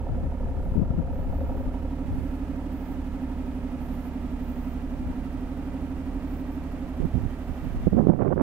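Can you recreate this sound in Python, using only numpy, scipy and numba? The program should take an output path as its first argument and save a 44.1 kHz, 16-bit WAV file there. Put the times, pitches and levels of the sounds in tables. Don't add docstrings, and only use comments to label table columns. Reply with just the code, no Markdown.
import sys
import numpy as np
from scipy import signal
from scipy.fft import rfft, irfft, next_fast_len
from scipy.io import wavfile
from numba import njit

SR = 44100
rng = np.random.default_rng(int(sys.argv[2]) if len(sys.argv) > 2 else 0)


def unload_audio(sound):
    columns = np.transpose(np.atleast_2d(sound))
    steps = np.round(np.clip(columns, -1, 1) * 32767)
    wavfile.write(sys.argv[1], SR, steps.astype(np.int16))


N = 371305
T = np.arange(N) / SR
RASP_SHARE = 0.4


def amp(db):
    return 10 ** (np.asarray(db) / 20)


def unit(x):
    return x / np.sqrt(np.mean(x ** 2) + 1e-20)


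def follow(table):
    s, *columns = np.transpose(table)
    return [np.interp(T, s, column) for column in columns]


def read(points, hz):
    f, value = np.transpose(points)
    return np.interp(np.log(hz + 1), np.log(f + 1), value)


def waver(hz):
    f = np.fft.rfftfreq(N // 32, 32 / SR)
    slow = irfft(rfft(rng.standard_normal(N // 32)) / (1 + (f / hz) ** 4))
    return unit(np.interp(T, np.linspace(0, T[-1], len(slow)), slow))


def resonate(x, hz, width_hz, order=2):
    carrier = np.exp(2j * np.pi * hz * T)
    r = np.exp(-np.pi * width_hz / SR)
    z = x / carrier + 1e-18
    for _ in range(order):
        z = signal.lfilter([1 - r], [1, -r], z)
    return 2 * (carrier * z).real


@njit
def smooth(x, step):
    out, state = np.empty(len(x)), 0.
    for i in range(len(x)):
        state += step[i] * (x[i] - state)
        out[i] = state
    return out


def blend(fresh, repeated, share):
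    return np.sqrt(1 - share) * fresh + np.sqrt(share) * repeated


def turn_pattern(turns, stray_turns=0.0012):
    size = 3660
    pattern = unit(irfft(np.exp(2j * np.pi * rng.random(size // 2 + 1))))
    index = ((turns + stray_turns * waver(12)) * size).astype(int) % size
    return pattern[index]


def air_noise(spectrum, rasp=None):
    # (frequency [Hz], correlation [0-1])
    likeness = [(60, 0.58), (300, 0.93), (640, 0.95), (1400, 0.59), (3100, 0.3), (6800, 0.046),
                (15000, 0.17)]
    size = next_fast_len(N)
    hz = np.fft.rfftfreq(size, 1 / SR)
    a, b = rfft(rng.standard_normal((2, size)))
    if rasp is not None:
        a = blend(a, rfft(rasp, size), RASP_SHARE)
    same = read(likeness, hz)
    ports = np.array([a, same * a + np.sqrt(1 - same ** 2) * b])
    return unit(irfft(ports * amp(read(spectrum, hz)), size)[:, :N])


def orders(table, turns):
    return np.sqrt(2) * sum(amp(db) * np.cos(2 * np.pi * k * turns) for k, db in table)


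def heard_from(source, camera_m):
    place_m, aside_m, db, fall_db = source
    distance_m = np.hypot(camera_m - place_m, aside_m)
    return amp(db - fall_db * np.log2(distance_m / aside_m))


def drone(turns, unsteady=0.27, crest_turns=0.16):
    # (multiple of shaft rate, relative level [dB])
    exhaust_orders = [(2, -67), (3, -41.5), (4, -63), (5, -67), (6, -42), (9, -61)]
    return sum(orders([row], turns - crest_turns) * (1 + unsteady * waver(29)) for row in exhaust_orders)


def throbs(turns, uneven_db=0.7, uneven_length=0.06, uneven_pitch=0.0099):
    # (centre in turn [0-1], length [turns], pitch [multiple of shaft rate],
    # glide [multiples/turn], relative peak [dB])
    notes = [(.038, .433, 21.99, 2.66, 5.7), (.511, .248, 21.58, 7.8, -3.5), (.749, .164, 19.75, -10, 0)]
    out = np.zeros(N)
    for place, length, multiple, glide, db in notes:
        chance = rng.standard_normal((120, 3))
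        before = np.floor(turns - place).astype(int)
        for turn in (before, before + 1):
            strong, long, sharp = chance[turn].T
            age = turns - place - turn
            swell = np.exp(-(2 * age / (length * np.exp(uneven_length * long))) ** 4)
            cycles = multiple * (1 + uneven_pitch * sharp) * age + glide * age ** 2 / 2
            out += amp(db + uneven_db * strong) * swell * np.cos(2 * np.pi * cycles)
    return out


def silencer(turns, stray_turns=0.0014, ring_hz=276, width_hz=70, flow_db=-16.0, throb_db=0.97):
    # (multiple of shaft rate, relative level [dB])
    shell = [(12, -15), (15, -15.5), (18, -14), (26, -17), (33, -25.5)]
    shell_crest_turns = 0.2706
    turns = turns + stray_turns * waver(28.0)
    note = amp(throb_db) * throbs(turns) + orders(shell, turns - shell_crest_turns)
    flow = resonate(rng.standard_normal(N), ring_hz, width_hz) * (2 + np.cos(2 * np.pi * turns))
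    return note + amp(flow_db) * unit(flow)


def firings(turns, uneven_db=1.0, jitter_s=0.0002):
    # (exhaust pulse's place in turn [0-1], relative puff level [dB])
    rotors = [(0.02, -20), (.365, -20), (.705, -19)]
    pulses = np.zeros(N)
    for place, db in rotors:
        late, strong = rng.standard_normal((2, 110))
        s = np.interp(np.arange(len(late)) + place, turns, T, right=np.inf) + jitter_s * late
        heard = (s > 0) & (s < T[-1])
        pulses[(s[heard] * SR).astype(int)] = amp(db + uneven_db * strong[heard])
    return pulses / pulses.max()


def puffs(turns, pop=0.8, steady_flow=0.015, decay_s=0.006):
    # (frequency [Hz], width per pole [Hz], relative level [dB], change in line [dB])
    tailpipe = [(405, 31, 0.5, -0.5), (534.6, 69, 7, 0.5), (638.5, 36, 0, 3.5), (698.6, 46, 2.5, -2),
                (809, 52, -1.5, 0.5), (930, 80, -1, -4.5), (1288, 340, -13, -3)]
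    in_line_s, in_line_width_s = 1.24, 0.2
    pulses = firings(turns)
    blow = steady_flow + signal.lfilter([1], [1, -np.exp(-1 / (decay_s * SR))], pulses)
    breath = blend(rng.standard_normal(N), turn_pattern(turns), RASP_SHARE)
    gas = unit(blow * breath) + pop * unit(pulses)
    in_line = np.exp(-((T - in_line_s) / in_line_width_s) ** 2)
    return unit(sum(amp(db + beam_db * in_line) * resonate(gas, hz, width_hz)
                    for hz, width_hz, db, beam_db in tailpipe))


def engine_bay(turns, bay_gain, level_db=-47, beat=0.02, lope=0.039, flutter_db=0.56, tick_db=-80):
    # (frequency [Hz], relative density [dB per Hz])
    whirr_spectrum = [(150, -6), (300, 5.5), (450, -4), (560, 1), (690, 0.5), (800, -2.5), (950, -2),
                      (1100, -9), (1350, -6), (1510, -11.5), (1630, -11), (1910, -10.5), (1985, -13),
                      (2120, -13.5), (2500, -15), (2900, -17.5), (4000, -24.5), (6000, -28.5),
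                      (9500, -31.5), (15000, -33.5)]
    tick_spectrum = [(5000, -23), (9500, -17), (11600, 4.5), (13500, -2.5)]
    pulse = 1 + beat * np.cos(2 * np.pi * 3 * (turns - .1)) + lope * np.cos(2 * np.pi * (turns - .9))
    level = amp(level_db + flutter_db * waver(37))
    whirr = level * pulse * air_noise(whirr_spectrum, turn_pattern(turns))
    gate = np.exp(-((turns % 1 - .78) / 0.092) ** 2)
    tick = unit(gate * air_noise(tick_spectrum))
    return whirr + amp(tick_db) * bay_gain ** 2 * tick


def ground_echo(x, first_s=0.0023, last_s=0.002615, echo_gain=0.17):
    delay_s = first_s + (last_s - first_s) * T / T[-1]
    echo = np.array([np.interp(T - delay_s, T, channel) for channel in x])
    return x + echo_gain * echo


def lot_rumble(level_db=-42):
    # (frequency [Hz], relative density [dB per Hz])
    rumble_spectrum = [(12, -3), (28, -5), (45, 2), (80, -8), (130, -10), (165, -12.5), (205, -7.5),
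                       (320, -19.5), (600, -21), (2000, -69)]
    return amp(level_db) * air_noise(rumble_spectrum)


def gust_force(port, breeze_db=-53, flutter_db=0.6, flutter_hz=28, attack_s=0.0059, release_s=0.0078):
    # (start [s], length [s], force [dB], port [0 left, 1 right])
    gusts = [(0.075, 0.21, -27.5, 0), (0.397, 1.31, -30.5, 0), (0.75, 0.09, -20, 0), (0.89, 0.058, -24, 0),
             (0.971, 0.033, -20.5, 0), (2.039, 0.2, -31.5, 1), (2.097, 0.041, -28, 0),
             (5.003, 0.11, -33, 0), (6.998, 0.059, -20, 1), (7.136, 0.052, -21.5, 1),
             (7.201, 0.072, -25.5, 1), (7.483, 0.038, -26.5, 1), (7.62, 0.15, -28, 1),
             (7.761, 0.21, -31, 0), (7.804, .06, -28.5, 1), (7.95, .47, -37.5, 0), (7.864, 0.016, -15, 1),
             (7.917, 0.019, -14, 1), (7.94, 0.25, -14.5, 1), (7.962, 0.067, -16, 1),
             (8.089, 0.047, -12.5, 1), (8.187, 0.048, -9, 1), (8.24, 0.054, -10.5, 1),
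             (8.301, 0.034, -9, 1), (8.354, 0.088, -11, 1), (8.401, 0.056, -9.5, 1)]
    power = amp(breeze_db) ** 2
    for start, length, db, side in gusts:
        if side == port:
            rise = np.clip((T - start) / attack_s, 0, 1)
            fall = np.exp(-np.maximum(T - start - length, 0) / release_s)
            power = power + (amp(db) * rise * fall) ** 2
    return 10 * np.log10(power) + flutter_db * waver(flutter_hz)


def wind(force_db, corner_hz=510, db_per_octave=9, cut_hz=125, cut_db_per_octave=18, shed=0.93,
         level_db=-1.5, hollow_hz=215, hollow_width_hz=130, hollow=0.55):
    crackle_db = 2.7 * waver(260)
    strength_db = force_db + 9
    step = np.clip(2 * np.pi * corner_hz / SR * 2 ** ((strength_db + crackle_db) / db_per_octave), 0, .5)
    cut = np.clip(2 * np.pi * cut_hz / SR * 2 ** (strength_db / cut_db_per_octave), 0, .5)
    rumble = rng.standard_normal(N) / np.sqrt(step)
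    for _ in range(4):
        rumble = smooth(rumble, step)
    rumble = unit(rumble) * amp(level_db + force_db + crackle_db / 2)
    for _ in range(2):
        rumble = rumble - shed * smooth(rumble, cut)
    hard = np.clip((force_db + 23) / 7, 0, 1)
    rumble = rumble + hollow * hard * resonate(rumble, hollow_hz, hollow_width_hz)
    mesh = signal.butter(3, 2400, fs=SR, output="sos")
    return signal.sosfilt(mesh, rumble * (1 + 2.72 * cut / step))


def heave(force_db, level_db=-16.5, follows=0.54):
    # (frequency [Hz], relative density [dB per Hz])
    heave_spectrum = [(10, -3), (30, 1), (60, -4), (100, -5), (200, -16), (400, -39), (1500, -78)]
    fade_in = np.clip((force_db + 48.5) / 12, 0, 1)
    return amp(level_db + follows * force_db) * fade_in * air_noise(heave_spectrum)[0]


def eddy(width_s, swing=0.28):
    u = np.arange(-1000, 1001) / SR / width_s
    shape = np.exp(-u ** 2) - swing * np.exp(-(u / 3) ** 2)
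    return shape / abs(shape).max()


def slaps(port, force_db, per_s=22, eddy_db=-7, width_s=0.0005):
    # (time [s], level [dB], width [s], port [0 left, 1 right], sign [1 push, -1 suction])
    hard_eddies = [(0.242, -18, 0.0012, 0, 1), (.721, -15, 0.0021, 0, 1), (0.785, -15, 0.0039, 0, -1),
                   (0.796, -15, .0011, 0, 1), (.907, -10.5, 0.0021, 0, -1), (0.95, -16, 0.0018, 0, 1),
                   (.987, -10.5, 0.0013, 0, 1), (1, -14, 0.0022, 0, 1), (2.115, -18, 0.002, 0, 1),
                   (2.141, -21, 0.0035, 0, -1), (7.003, -10, 0.0011, 1, 1), (7.036, -19, 0.0019, 1, 1),
                   (7.156, -14, 0.0022, 1, -1), (7.18, -8.5, 0.0013, 1, -1), (7.265, -17, 0.0032, 1, -1),
                   (7.863, -16, 0.0039, 1, 1), (7.871, -2, 0.00069, 1, -1), (7.878, -5.5, .0009, 1, 1),
                   (8, -2.5, 0.001, 1, 1), (8.071, 7.5, 0.0007, 1, -1), (8.094, 9, 0.001, 1, -1),
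                   (8.1, 5, 0.00044, 1, -1), (8.106, 3.5, 0.00087, 1, -1), (8.226, 3, 0.00099, 1, -1),
                   (8.269, -3, 0.00058, 1, 1), (8.29, -1, 0.0015, 1, 1), (8.316, -2, 0.00053, 1, -1),
                   (8.331, -5.5, 0.00041, 1, -1), (8.398, -7, 0.00025, 1, 1), (8.413, -4, 0.00062, 1, -1)]
    kicks = -amp(force_db + eddy_db) * (rng.random(N) < per_s / SR)
    out = signal.oaconvolve(kicks, eddy(width_s), "same")
    for s, db, wide_s, side, push in hard_eddies:
        if side == port:
            thump = push * amp(db) * eddy(wide_s)
            part = out[int(s * SR) - len(thump) // 2:][:len(thump)]
            part += thump[:len(part)]
    return out


def buffeting(port):
    force_db = gust_force(port)
    return wind(force_db) + heave(force_db) + slaps(port, force_db)


def hiss(level_db=-76):
    return amp(level_db) * rng.standard_normal((2, N))


def lens_motor(level_db=-1, fuzz_hz=180, wander=0.12, sweep_hz=1200):
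    # (start [s], end [s], sizzle low edge [Hz], high edge [Hz], relative level [dB],
    # whine amplitude [re sizzle rms], nominal top whine pitch [Hz])
    focus_runs = [(0.59, .8, 9500, 15000, -71, 0.26, 14000), (1.11, 1.29, 13200, 15000, -68.5, .4, 14200),
                  (1.25, 1.684, 12350, 16000, -67, .3, 14200), (2.083, 2.42, 9000, 14700, -69.5, .6, 13900),
                  (2.677, 2.98, 12600, 16000, -64.5, .3, 14200),
                  (3.78, 4.12, 10600, 14600, -65.5, .6, 14150),
                  (4.38, 4.78, 12900, 16000, -65.5, .3, 14200), (6.248, 6.43, 13200, 15800, -63, .4, 14500),
                  (6.5, 6.565, 13200, 14400, -66, .4, 14100), (7.38, 7.727, 12800, 15300, -74, 1.3, 14500)]
    # (frequency [Hz], width per pole [Hz], gain [dB])
    barrel = [(11500, 370, -4), (14000, 360, -3)]
    out = np.zeros((2, N))
    drift, fuzz = wander * waver(9), fuzz_hz * waver(300)
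    rub = rng.standard_normal((2, N))
    rub = rub + sum(amp(db) * resonate(rub, hz, width_hz) for hz, width_hz, db in barrel)
    for start, end, low_hz, high_hz, db, whine, whine_hz in focus_runs:
        span = (T > start) & (T < end)
        band = signal.butter(2, [low_hz, high_hz], "band", fs=SR, output="sos")
        sizzle = unit(signal.sosfilt(band, rub[:, span]))
        lag = (2 * (T[span] - start) / (end - start) - 1) ** 2
        hz = whine_hz - sweep_hz * (lag + drift[span]) + fuzz[span]
        tone = whine * np.sin(2 * np.pi * np.cumsum(hz) / SR)
        out[:, span] += amp(db + level_db) * signal.windows.tukey(len(hz), .35) * (sizzle + tone)
    return out * amp(1.7 * waver(30))


def scene():
    # (time [s], shaft speed [turns/min])
    speed = [(0.0, 703.3), (2.75, 740.2), (3.6, 712.0), (4.6, 701.4), (5.9, 739.4), (7.4, 709.4),
             (8.42, 676.9)]
    # (time [s], camera position [m forward of tailpipe])
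    walk = [(0, -1), (.8, -1.1), (2.3, 1.24), (4, 1.8), (6, 1.68), (7, 2), (8.42, 4)]
    # (position [m forward of tailpipe], offset from camera path [m],
    # gain abreast [dB], loss per doubling of distance [dB])
    drone_at = (-1, 2.4, 7, 6.5)
    silencer_at = (1.26, 1.9, -34.5, 12)
    puffs_at = (-0.3, 1.03, -42.5, 10)
    bay_at = (2.85, 2.73, 2.24, 6.4)
    turns = np.cumsum(follow(speed)[0]) / 60 / SR
    camera_m = follow(walk)[0]
    bass_gain = heard_from(drone_at, camera_m)
    bay_gain = heard_from(bay_at, camera_m)
    exhaust = bass_gain * drone(turns)
    exhaust = exhaust + heard_from(silencer_at, camera_m) * silencer(turns)
    exhaust = exhaust + heard_from(puffs_at, camera_m) * puffs(turns)
    bay = bay_gain * ground_echo(engine_bay(turns, bay_gain))
    left, right = exhaust + bay + bass_gain * lot_rumble()
    left = np.pad(left, (3, 0))[:N]
    ports = amp([[-2.4], [1.8]]) * (np.array([left, right]) + lens_motor())
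    return ports + np.array([buffeting(port) for port in range(2)]) + hiss()


def record(dry, threshold_db=-20, squeeze=0.56, attack_s=0.054, recovery_db_per_s=6, edge_hz=15730):
    power = smooth((dry ** 2).max(0), np.full(N, 1 / (attack_s * SR)))
    over_db = np.maximum(10 * np.log10(power + 1e-12) - threshold_db, 0)
    recovered_db = recovery_db_per_s * T
    held_db = np.maximum.accumulate(over_db + recovered_db) - recovered_db
    out = np.tanh(dry * amp(-squeeze * held_db))
    low_pass = signal.firwin(511, edge_hz, window=("kaiser", 9), fs=SR)
    return signal.oaconvolve(out, low_pass[None], "same")


dry = scene()
out = record(dry)
unload_audio(out)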